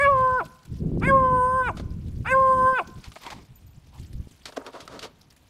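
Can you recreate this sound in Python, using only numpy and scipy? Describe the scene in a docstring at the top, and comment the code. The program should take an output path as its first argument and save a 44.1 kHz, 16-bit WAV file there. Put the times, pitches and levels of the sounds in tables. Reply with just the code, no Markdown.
"""A beagle bays three times by a parked truck: each call scoops up, holds, and breaks off hoarsely.
Its vocal folds buzz through a mouth whose ring sinks as the lips round; trees send back a faint echo.
Claws scrabble twice at the tailgate, scratching the plastic bed liner and making it ring.
Dogs trample dry leaves, one huffs softly, and a metal collar tag tinkles.
Gusts of wind buffet the microphone over a quiet outdoor hiss."""
import sys
import numpy as np
from scipy import signal
from scipy.fft import rfft, irfft, next_fast_len
from scipy.io import wavfile
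from scipy.ndimage import uniform_filter1d, map_coordinates

SR = 44100
rng = np.random.default_rng(int(sys.argv[2]) if len(sys.argv) > 2 else 0)


def wrap_up_sound(samples):
    """Save the sound to the file named by the first command line argument, as 16-bit audio."""
    columns = np.atleast_2d(samples).T
    # keep every value between -1 and 1, then stretch to whole-number steps
    tamed = np.clip(columns, -1, 1)
    steps = np.round(tamed * 32767).astype(np.int16)
    wavfile.write(sys.argv[1], SR, steps)


N = 242417


def beagle():
    """The dog bays three times; the first call is already under way as the sound begins."""
    # One call a row (gape is how wide the jaw is, 0-1): start/s, open-mouthed time/s, lip rounding time/s,
    # time to the break/s, reopening before the break/s, level/dB, loss from tiring/dB, high ring/dB,
    # ring's return after rounding/s, first gape, held gape, last gape, loss on reopening/dB
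    calls = [(-.11, 0.16, 0.03, 0.5167, 0.014, -17, 5.5, -42, 0.51, 0.5, 0.79, 0.63, 2.5),
             (1.005, 0.1, .014, 0.6876, 0.064, -17, 5, -33, .24, 0.7, 0.32, 0.7, 6),
             (2.24, 0.1, 0.016, .555, 0.051, -16, 3.5, -37, .15, 0.8, 0.2, 0.75, 4.5)]
    # the held note of each call: t/s, f/Hz
    notes = [
        [(0.0, 543), (0.022, 575.6), (0.07, 554), (0.09, 575.3), (0.16, 521), (0.35, 506.8)],
        [(1.09, 545), (1.12, 542.6), (1.264, 513.8), (1.408, 502.7), (1.572, 519.5), (1.62, 509.4)],
        [(2.34, 527.2), (2.366, 532.7), (2.612, 515.3), (2.71, 521.8), (2.74, 521.2)],
    ]
    out = np.zeros(N)
    for call, note in zip(calls, notes):
        t = max(call[0], 0) + np.arange(SR * 3 // 4) / SR
        add(out, t[0], bay(t, call, note))
    return out


def bay(t, call, note, width_hz=170, jitter=.0022, rasp=0.044):
    """One call: the vocal folds make a base tone and overtones, which throat, mouth and head shape."""
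    # strength of the overtones leaving the throat: f/Hz, level/dB
    throat = [(700, 0), (1050, -3), (1550, -10), (2050, -19), (2350, -27), (2700, -28), (3100, -15),
              (3600, -24), (4150, -33), (4700, -17), (5150, -12), (5700, -30), (6500, -55)]
    # what a wide open jaw adds: f/Hz, level/dB
    open_jaw = [(700, 3), (1500, -0.5), (2000, 12.5), (2400, 48.5), (2750, 36), (3100, 2.5), (3500, 22),
                (4200, 10.5), (5200, -1.5)]
    # the high ring of the head: f/Hz, level/dB
    head = [(5000, -45), (5900, -29), (6750, -11), (7400, -21), (8050, -9), (8650, 0), (9300, -10),
            (10300, -22), (14000, -30)]
    n = len(t)
    pitch, mouth_hz, gape, hoarse, effort, base_db, ring_db = dog_movements(t, call, note)
    # the folds run steadily in the held note and stumble when slack
    base_hz = pitch * (1 + jitter * wobble(76, n) + rasp * hoarse * wobble(300, n))
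    phase = 2 * np.pi * np.cumsum(base_hz) / SR
    voice, power = np.zeros((2, n)), np.zeros((2, n))  # two rows each: the voice's body and its high ring
    breath = (wobble(300) + 1j * wobble(300)) / np.sqrt(2)
    drift = wobble(40)
    for k in np.arange(3, 52) / 2:  # whole and half multiples of the pitch
        hz = k * base_hz
        own = rng.integers(N - n) + np.arange(n)  # each takes its own stretch of the random curves
        mouth = 1 / (1 - (hz / mouth_hz) ** 2 + 1j * hz * width_hz / mouth_hz ** 2)
        # with the jaw nearly shut, the nose hollows out a band and the lips muffle the treble
        nose_db = -16 * (1 - gape) * np.exp(-((hz - 1.6 * mouth_hz) / 280) ** 2)
        lips_db = -5.5 * (1 - gape) * step(10 * (hz / 2450 - 1))
        body = np.abs(mouth) * amp(along(throat, hz) + gape * along(open_jaw, hz) + nose_db + lips_db)
        ring = amp(along(head, hz) * (1 - 0.71 * gape))  # an open jaw flattens the high peaks
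        # overtones waver a little in the held note and crack when the jaw is wide
        waver_db = (2.5 + 3.5 * gape) * np.minimum(hz / 3500, 1)
        gain = np.array([body, ring]) * amp(waver_db * drift[own])
        # whole multiples carry tone; breath noise lies on and between them, most of all in the treble
        blur = np.arctan(.025 + hoarse * (.6 + hz / 1900) + gape * (hz / 9000) ** 2)
        tone, air = np.cos(blur) * (k % 1 == 0), np.sin(blur) / np.sqrt(2)
        wave = np.exp(1j * (k * phase + np.angle(mouth)))
        voice += gain * np.real((tone + air * breath[own]) * wave)
        power += gain ** 2 * (tone ** 2 + air ** 2) / 2
    body, ring = voice / np.sqrt(power + 1e-12)
    base_tone = np.sqrt(2) * np.cos(phase) * amp(base_db)
    return effort * (base_tone + body + amp(ring_db) * ring)


def dog_movements(t, call, note, scoop_s=.09, break_s=0.012, peak_lag_s=0.029):
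    """How breath, jaw and lips move in a call: scoop up, round the lips and hold, reopen, break."""
    (start, open_s, round_s, length, reopen_s, level_db, tire_db,
     returned_db, return_s, first_gape, held_gape, last_gape, loss_db) = call
    age = t - start
    held, over = age - open_s, age - length  # time since the lips rounded and since the break
    rounded, reopened = step(held / round_s), step((over + reopen_s) / .012)
    progress = np.clip(held / (length - open_s), 0, 1)

    # the pitch climbs to the note, sags as the breath runs out, then breaks downward
    scoop = .36 * np.clip(1 - age / scoop_s, 0, 1) ** 2
    sag = .096 * np.clip(1 + over / (reopen_s + .025), 0, 1) ** 2
    broken, slack = step(over / break_s), step(over / break_s - .8)
    pitch = np.interp(t, *np.transpose(note)) * (1 - scoop - sag - .27 * broken)

    # the mouth rings higher as it opens, and lower with round lips that slowly loosen
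    start_hz, open_hz, round_hz, relaxed_hz, slack_hz = 1300, 1941, 1106, 1526, 735
    opening_hz = np.interp(held + 2 * round_s, [2 * round_s - open_s, 0], [start_hz, open_hz])
    loose = .34 * progress + .66 * step((over + reopen_s + .015) / .075)
    held_hz = round_hz + (relaxed_hz - round_hz) * loose
    mouth_hz = (1 - slack) * ((1 - rounded) * opening_hz + rounded * held_hz) + slack * slack_hz

    # just before the lips round, the voice catches and the jaw narrows
    caught = step((held + 1.7 * round_s) / .01)
    wide = step(-held / round_s - .88)
    early_gape = first_gape * wide * (1 - .28 * caught)
    middle_gape = held_gape * (1 - wide) * (1 - progress) ** 2
    gape = np.clip(early_gape + middle_gape + last_gape * reopened, 0, 1)

    rough_start = .76 * np.clip(1 - age / .063, 0, 1) ** 1.2
    rough_end = .5 * step(over / break_s + .3)
    hoarse = np.clip(.0053 + rough_start + rough_end, 0, 1)

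    # effort builds, jumps at the catch, tires, and collapses after the break
    past_peak = held - peak_lag_s
    tired = 1 - np.exp(-np.maximum(past_peak, 0) / .12)
    build_db = 9 * np.minimum(past_peak, 0) / (open_s + peak_lag_s) - 6 * (1 - caught)
    fade_db = tire_db * tired + loss_db * reopened + 15.5 * (np.maximum(over, 0) / .028) ** 1.7
    quaver_db = 1.07 * wobble(25, len(t))
    effort = amp(level_db + build_db - fade_db + quaver_db) * np.clip(age / .023, 0, 1) ** 2

    # tiring, a wide jaw and the scoop all weaken the base tone
    jaw_loss_db = 10 * (first_gape * (1 - caught) + last_gape * reopened) ** 2
    base_db = -4 - 5 * tired - jaw_loss_db - 90 * scoop

    # the lips pinch off the high ring; it can return and fade again
    open_db, pinched_db = -24.5, -47.5
    returned = step((held - return_s) / .06)
    late = np.clip((held - return_s) / (length - open_s - return_s), 0, 1)
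    held_db = pinched_db + (returned_db - pinched_db) * returned - 6 * late ** 2 * (1 - reopened)
    ring_db = (1 - rounded) * (open_db - 35 * scoop) + rounded * held_db
    return pitch, mouth_hz, gape, hoarse, effort, base_db, ring_db


def claws(t):
    """Claws strike and drag on ribbed plastic: a bright scratch over the hollow ring of the panel."""
    # claw strikes: t/s, level/dB, extra level of the knock/dB, rib's ring/Hz, tick's fade time/s
    strikes = [(1.7696, -35, 4.5, 1242, 0.12), (1.7963, -39, 14, 1252, 0.046),
               (3.0405, -36.5, -11, 2240, 0.1), (3.1181, -35.5, -17, 1210, 0.043),
               (3.156, -40, -17, 1250, 0.13), (3.2336, -35.5, 0, 2030, 0.096),
               (3.2639, -30, 1, 3300, 0.029), (3.3024, -29.5, -2, 2140, 0.078),
               (4.4552, -24.5, -13, 4220, 0.072), (4.5228, -36, -3, 1470, 0.029),
               (4.5697, -44, -4, 1240, 0.014), (4.6638, -30.5, -21, 1300, 0.052),
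               (4.7325, -40.5, -4, 1315, 0.033), (4.8034, -33, -27, 1315, 0.1),
               (4.8775, -25.5, -15, 1240, 0.019), (4.992, -27.5, -21, 4630, 0.046),
               (5.028, -28, -34, 2946, 0.078)]
    # claw drags: t/s, half length/s, scratch level/dB, surface level/dB, surface
    drags = [(2.982, 0.0083, -56.5, -60, "edge"), (3.058, 0.024, -51.5, -54.5, "edge"),
             (3.166, 0.0064, -60, -38, "edge"), (3.221, 0.015, -51, -53.5, "edge"),
             (3.273, 0.026, -50, -39, "edge"), (3.326, 0.012, -45.5, -37.5, "edge"),
             (3.373, 0.043, -58.5, -54.5, "edge"), (4.485, 0.016, -46.5, -44.5, "liner"),
             (4.572, 0.0067, -38, -31, "liner"), (4.598, 0.035, -66, -43.5, "liner"),
             (4.674, 0.025, -56.5, -40.5, "liner"), (4.755, .02, -53, -39.5, "liner"),
             (4.792, 0.066, -56, -50.5, "liner"), (4.942, 0.051, -52, -42, "liner"),
             (5.041, 0.026, -41.5, -40.5, "liner"), (5.074, 0.032, -66, -55.5, "liner")]
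    # tone of the scratch: f/Hz, level/dB
    scratch_tone = [(710, -52), (1200, 3.5), (1470, -1), (2140, -1.5), (2710, -1), (3460, 1.5),
                    (4620, -0.5), (9080, -13.5), (14100, -24.5), (15500, -39.5)]
    # tone of the tailgate's stiff edge: f/Hz, level/dB
    edge_tone = [(200, -7), (450, -4), (800, 4.5), (1050, 7.5), (1500, -11.5), (2200, 1.5), (3200, -27),
                 (6000, -41)]
    tick, knock, ring = np.zeros((3, N))
    for s, db, knock_db, ring_hz, fade_s in strikes:
        add(tick, s, amp(db - 7.5) * burst(fade_s, attack_s=0.00038))
        add(knock, s, amp(db + knock_db - 4.5) * burst(0.039, attack_s=0.00043))
        rib = amp(db - 8.5) * burst(0.038, attack_s=0.00022)  # the struck rib rings at its own pitch
        add(ring, s, rib * np.sin(2 * np.pi * ring_hz * t[:len(rib)] + wobble(700, len(rib))))
    drag = swells([(s, half, db) for s, half, db, _, _ in drags], t)
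    on_edge = swells([(s, half, db) for s, half, _, db, on in drags if on == "edge"], t)
    on_liner = swells([(s, half, db) for s, half, _, db, on in drags if on == "liner"], t)
    scratch = coloured(grit(clump_db=1.0) * np.hypot(tick, drag), scratch_tone)
    hollow = filtered(grit(clump_db=3.5) * np.hypot(knock, on_liner), bed_liner)
    return scratch + ring + hollow + coloured(on_edge * grit(clump_db=0.5), edge_tone)


def bed_liner(hz):
    """How readily the plastic panel shakes at each frequency."""
    # where the ribbed panel rings: f/Hz, width/Hz, level/dB
    peaks = [(268.3, 30, -2), (426, 84.5, -0.5), (554.3, 200, 1.5), (641.5, 190, 1.5), (934, 47, -4),
             (1100, 229.3, -8), (1640, 1200, -20)]
    return unit(sum((-1) ** k * amp(db) * 1j * hz * width / (peak ** 2 - hz ** 2 + 1j * hz * width)
                    for k, (peak, width, db) in enumerate(peaks)))


def leaves(t, stir_db=-68.5, patchy_db=4):
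    """Dry leaves crackle under the paws, with a crunch at each firm step, and are never quite still."""
    # paws landing: t/s, level/dB
    paws = [(0.4502, -32), (0.6284, -50), (0.6506, -36.5), (0.9965, -39), (1.9032, -44), (2.0813, -52),
            (2.8707, -34), (2.981, -54.5), (3.4485, -47.5), (3.869, -42), (4.1291, -36.5), (4.309, -46.5),
            (4.8516, -36.5), (5.2113, -38.5), (5.3026, -40.5), (5.3225, -40.5), (5.3628, -38.5)]
    # dogs shuffling: t/s, half length/s, level/dB
    shuffles = [(.3, 0.4, -60), (.76, .04, -58.5), (1.78, .09, -62.5), (2.5, 0.48, -60), (3.17, .3, -59),
                (4.01, 0.071, -57.5), (4.5, 0.43, -63)]
    # tone of dry leaves: f/Hz, level/dB
    leaf_tone = [(200, 4.5), (600, 2), (1200, -0.5), (2500, 2.5), (5000, 3), (8000, -2), (12000, -5.5),
                 (15500, -11)]
    crush = np.hypot(amp(stir_db), swells(shuffles, t)) * unit(amp(1.5 * wobble(55)))
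    for s, db in paws:
        add(crush, s, amp(db - 11.0) * burst(0.047, attack_s=0.0019))
    # every leaf snaps in its own band of frequencies
    bands = signal.stft(crush * grit(clump_db=2.0), nperseg=256)[2]
    patches = uniform_filter1d(rng.standard_normal(bands.shape), size=12, axis=0)
    patches = unit(uniform_filter1d(patches, size=3, axis=1))
    crackle = signal.istft(bands * unit(amp(patchy_db * patches)), nperseg=256)[1][:N]
    return coloured(crackle, leaf_tone)


def huff(t, at_s=3.96, half_s=.035, level_db=-55.5):
    """One dog puffs air softly through its muzzle."""
    # tone of the muzzle: f/Hz, level/dB
    muzzle = [(400, -20), (750, 2.5), (1100, 0), (1600, -23.5), (3000, -13), (6000, -40)]
    return swells([(at_s, half_s, level_db)], t) * noise(muzzle)


def collar_tag():
    """A small metal tag rings very high."""
    # tinkles: t/s, level/dB
    tinkles = [(3.214, -56), (3.556, -51), (3.665, -58.5), (3.706, -63), (4.161, -68), (5.187, -71)]
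    # the tag's own tones: f/Hz, level/dB, fade time/s
    tones = [(6896, 2.5, 0.031), (14200, 4, 0.094)]
    out, t = np.zeros(N), np.arange(SR // 3) / SR
    for s, db in tinkles:
        for hz, tone_db, fade_s in tones:
            ring = np.sin(2 * np.pi * hz * t + .5 * wobble(150, len(t)))
            add(out, s, amp(db + tone_db) * burst(fade_s, attack_s=0.0021) * ring)
    return out


def wind(t, calm_rumble_db=-61, calm_flutter_db=-63.5):
    """Swirling air rumbles and flutters on the microphone, with a few sharp thumps."""
    # gusts: t/s, half length/s, rumble level/dB, flutter level/dB
    gusts = [(0.158, 0.18, -33, -45.5), (0.45, 0.047, -58, -48.5), (0.741, 0.042, -31, -42),
             (0.856, 0.051, -28, -28.5), (0.956, 0.032, -26.5, -25.5), (1.1, 0.16, -28, -26),
             (1.345, 0.058, -28.5, -32.5), (1.686, 0.36, -35, -41), (2.114, 0.35, -33, -44.5),
             (2.394, 0.14, -48, -43), (2.61, 0.095, -39.5, -37.5), (2.83, 0.019, -55.5, -45.5),
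             (2.897, 0.038, -46, -45.5), (2.976, 0.027, -43.5, -50), (3.082, 0.016, -34.5, -50),
             (3.382, 0.044, -48, -45), (3.517, 0.021, -42.5, -63.5), (3.676, 0.099, -50, -69.5),
             (3.781, 0.0073, -40.5, -62), (3.9, 0.076, -55.5, -78), (4.019, 0.051, -39.5, -53),
             (4.177, 0.069, -36.5, -47), (4.985, .1, -62, -55)]
    # tone of the deep rumble: f/Hz, level/dB
    rumble_tone = [(12, -26.5), (30, -6), (70, 0), (130, -2), (200, -18), (400, -52), (900, -75)]
    # tone of the higher flutter: f/Hz, level/dB
    flutter_tone = [(70, -24), (160, 6.5), (230, 2.5), (330, -3.5), (500, -15), (900, -39.5), (2000, -55.5),
                    (5000, -78.5)]
    # single swirls hitting the microphone: t/s, peak level/dB, period/s
    swirls = [(.843, -23, .006), (.918, -19, .005), (.975, -14, .0045), (1.075, -11, .004),
              (1.75, -23, .011), (1.799, -23, .005), (2.208, -22, .009), (2.73, -25, .006),
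              (4.0, -27, .012), (4.155, -24, .019), (4.203, -24, .013), (4.273, -33, .005)]
    rumble = amp(calm_rumble_db) + swells([(s, half, db) for s, half, db, _ in gusts], t)
    flutter = amp(calm_flutter_db) + swells([(s, half, db) for s, half, _, db in gusts], t)
    lumps = unit(amp(1.7 * wobble(30)))
    out = lumps * (rumble * noise(rumble_tone) + flutter * noise(flutter_tone))
    for s, db, period in swirls:
        phase = 2 * np.pi * np.arange(-SR // 20, SR // 20) / SR / period
        add(out, s - 1 / 20, amp(db) * np.cos(phase) / (1 + phase ** 2))
    return out


def tree_echo(x):
    """A line of trees scatters sound back, each frequency dying at its own speed."""
    # how long the echo lasts: f/Hz, fade time/s
    woods = [(150, .5), (1000, 0.85), (2500, 0.63), (9000, 0.1)]
    hz, t, bands = signal.stft(rng.standard_normal(SR), SR, nperseg=256)
    tail = signal.istft(bands * amp(-60 * t / along(woods, hz)[:, None]), SR, nperseg=256)[1]
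    delayed = np.pad(tail, (SR // 100, 0)) / np.linalg.norm(tail)
    return signal.fftconvolve(x, delayed)[:N]


def open_air(level_db=-67.5):
    """A quiet, steady outdoor hiss."""
    # tone of the hiss: f/Hz, level/dB
    air_tone = [(18, -17.5), (30, 8.5), (77, -0.5), (270, -5), (709, 4), (1910, -5), (2910, -3.5),
                (6540, -17), (14000, -37), (15500, -34.5)]
    return amp(level_db) * noise(air_tone)


def amp(db):
    """Turn decibels into a gain."""
    return 10 ** (np.asarray(db) / 20)


def unit(x):
    """Scale to an average power of 1."""
    return x / np.sqrt(np.mean(np.abs(x) ** 2) + 1e-20)


def along(points, hz):
    """Read between (f/Hz, value) points on a log frequency axis."""
    f, value = np.transpose(points)
    return np.interp(np.log(hz + 1), np.log(f), value)


def step(x):
    """A smooth step from 0 to 1 around x = 0."""
    return .5 + .5 * np.tanh(x)


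def burst(fade_s, attack_s):
    """A gain that rises quickly and dies away, losing 60 dB in the fade time."""
    t = np.arange(SR // 3) / SR
    return amp(-60 * t / max(fade_s, .004)) * (1 - np.exp(-t / attack_s))


def swells(rows, t):
    """Gain of bell-shaped swells (t/s, half length/s, level/dB), added in power."""
    coarse = t[::64]
    power = sum(amp(db) ** 2 * np.exp(-2 * ((coarse - s) / half) ** 2) for s, half, db in rows)
    return np.interp(t, coarse, np.sqrt(power))


def wobble(rate, size=N):
    """A smooth curve through `rate` random points a second."""
    points = rng.standard_normal(int(size * rate / SR) + 4)
    return map_coordinates(points, [np.arange(size) * rate / SR])


def grit(clump_db, rate=900):
    """White noise clumped into tiny snaps."""
    return unit(rng.standard_normal(N) * amp(clump_db * wobble(rate)))


def noise(spectrum):
    """Steady noise with the given tone and a power of 1."""
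    return unit(coloured(rng.standard_normal(N), spectrum))


def filtered(x, response):
    """Multiply each frequency in x by response(hz)."""
    size = next_fast_len(N + SR // 4)
    return irfft(rfft(x, size) * response(np.fft.rfftfreq(size, 1 / SR)), size)[:N]


def coloured(x, spectrum):
    """Give x a tone (f/Hz, level/dB); white noise keeps its power."""
    return filtered(x, lambda hz: unit(amp(along(spectrum, hz))))


def add(track, s, sound):
    """Mix a sound into the track at s seconds."""
    part = track[max(round(s * SR), 0):][:len(sound)]
    part += sound[:len(part)]


def scene():
    """Dogs, truck and leaves in the open air, mixed to one channel."""
    t = np.arange(N) / SR
    voice, scrabble, puff = beagle(), claws(t), huff(t)
    echo = tree_echo(amp(-30) * voice + amp(-25.5) * scrabble)
    return (voice + scrabble + leaves(t) + puff + collar_tag() + wind(t) + echo + open_air())[None]


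def record(dry, top_hz=15700):
    """Cut away the very highest treble."""
    return filtered(dry[0], lambda hz: hz < top_hz)[None]


dry = scene()
out = record(dry)
wrap_up_sound(out)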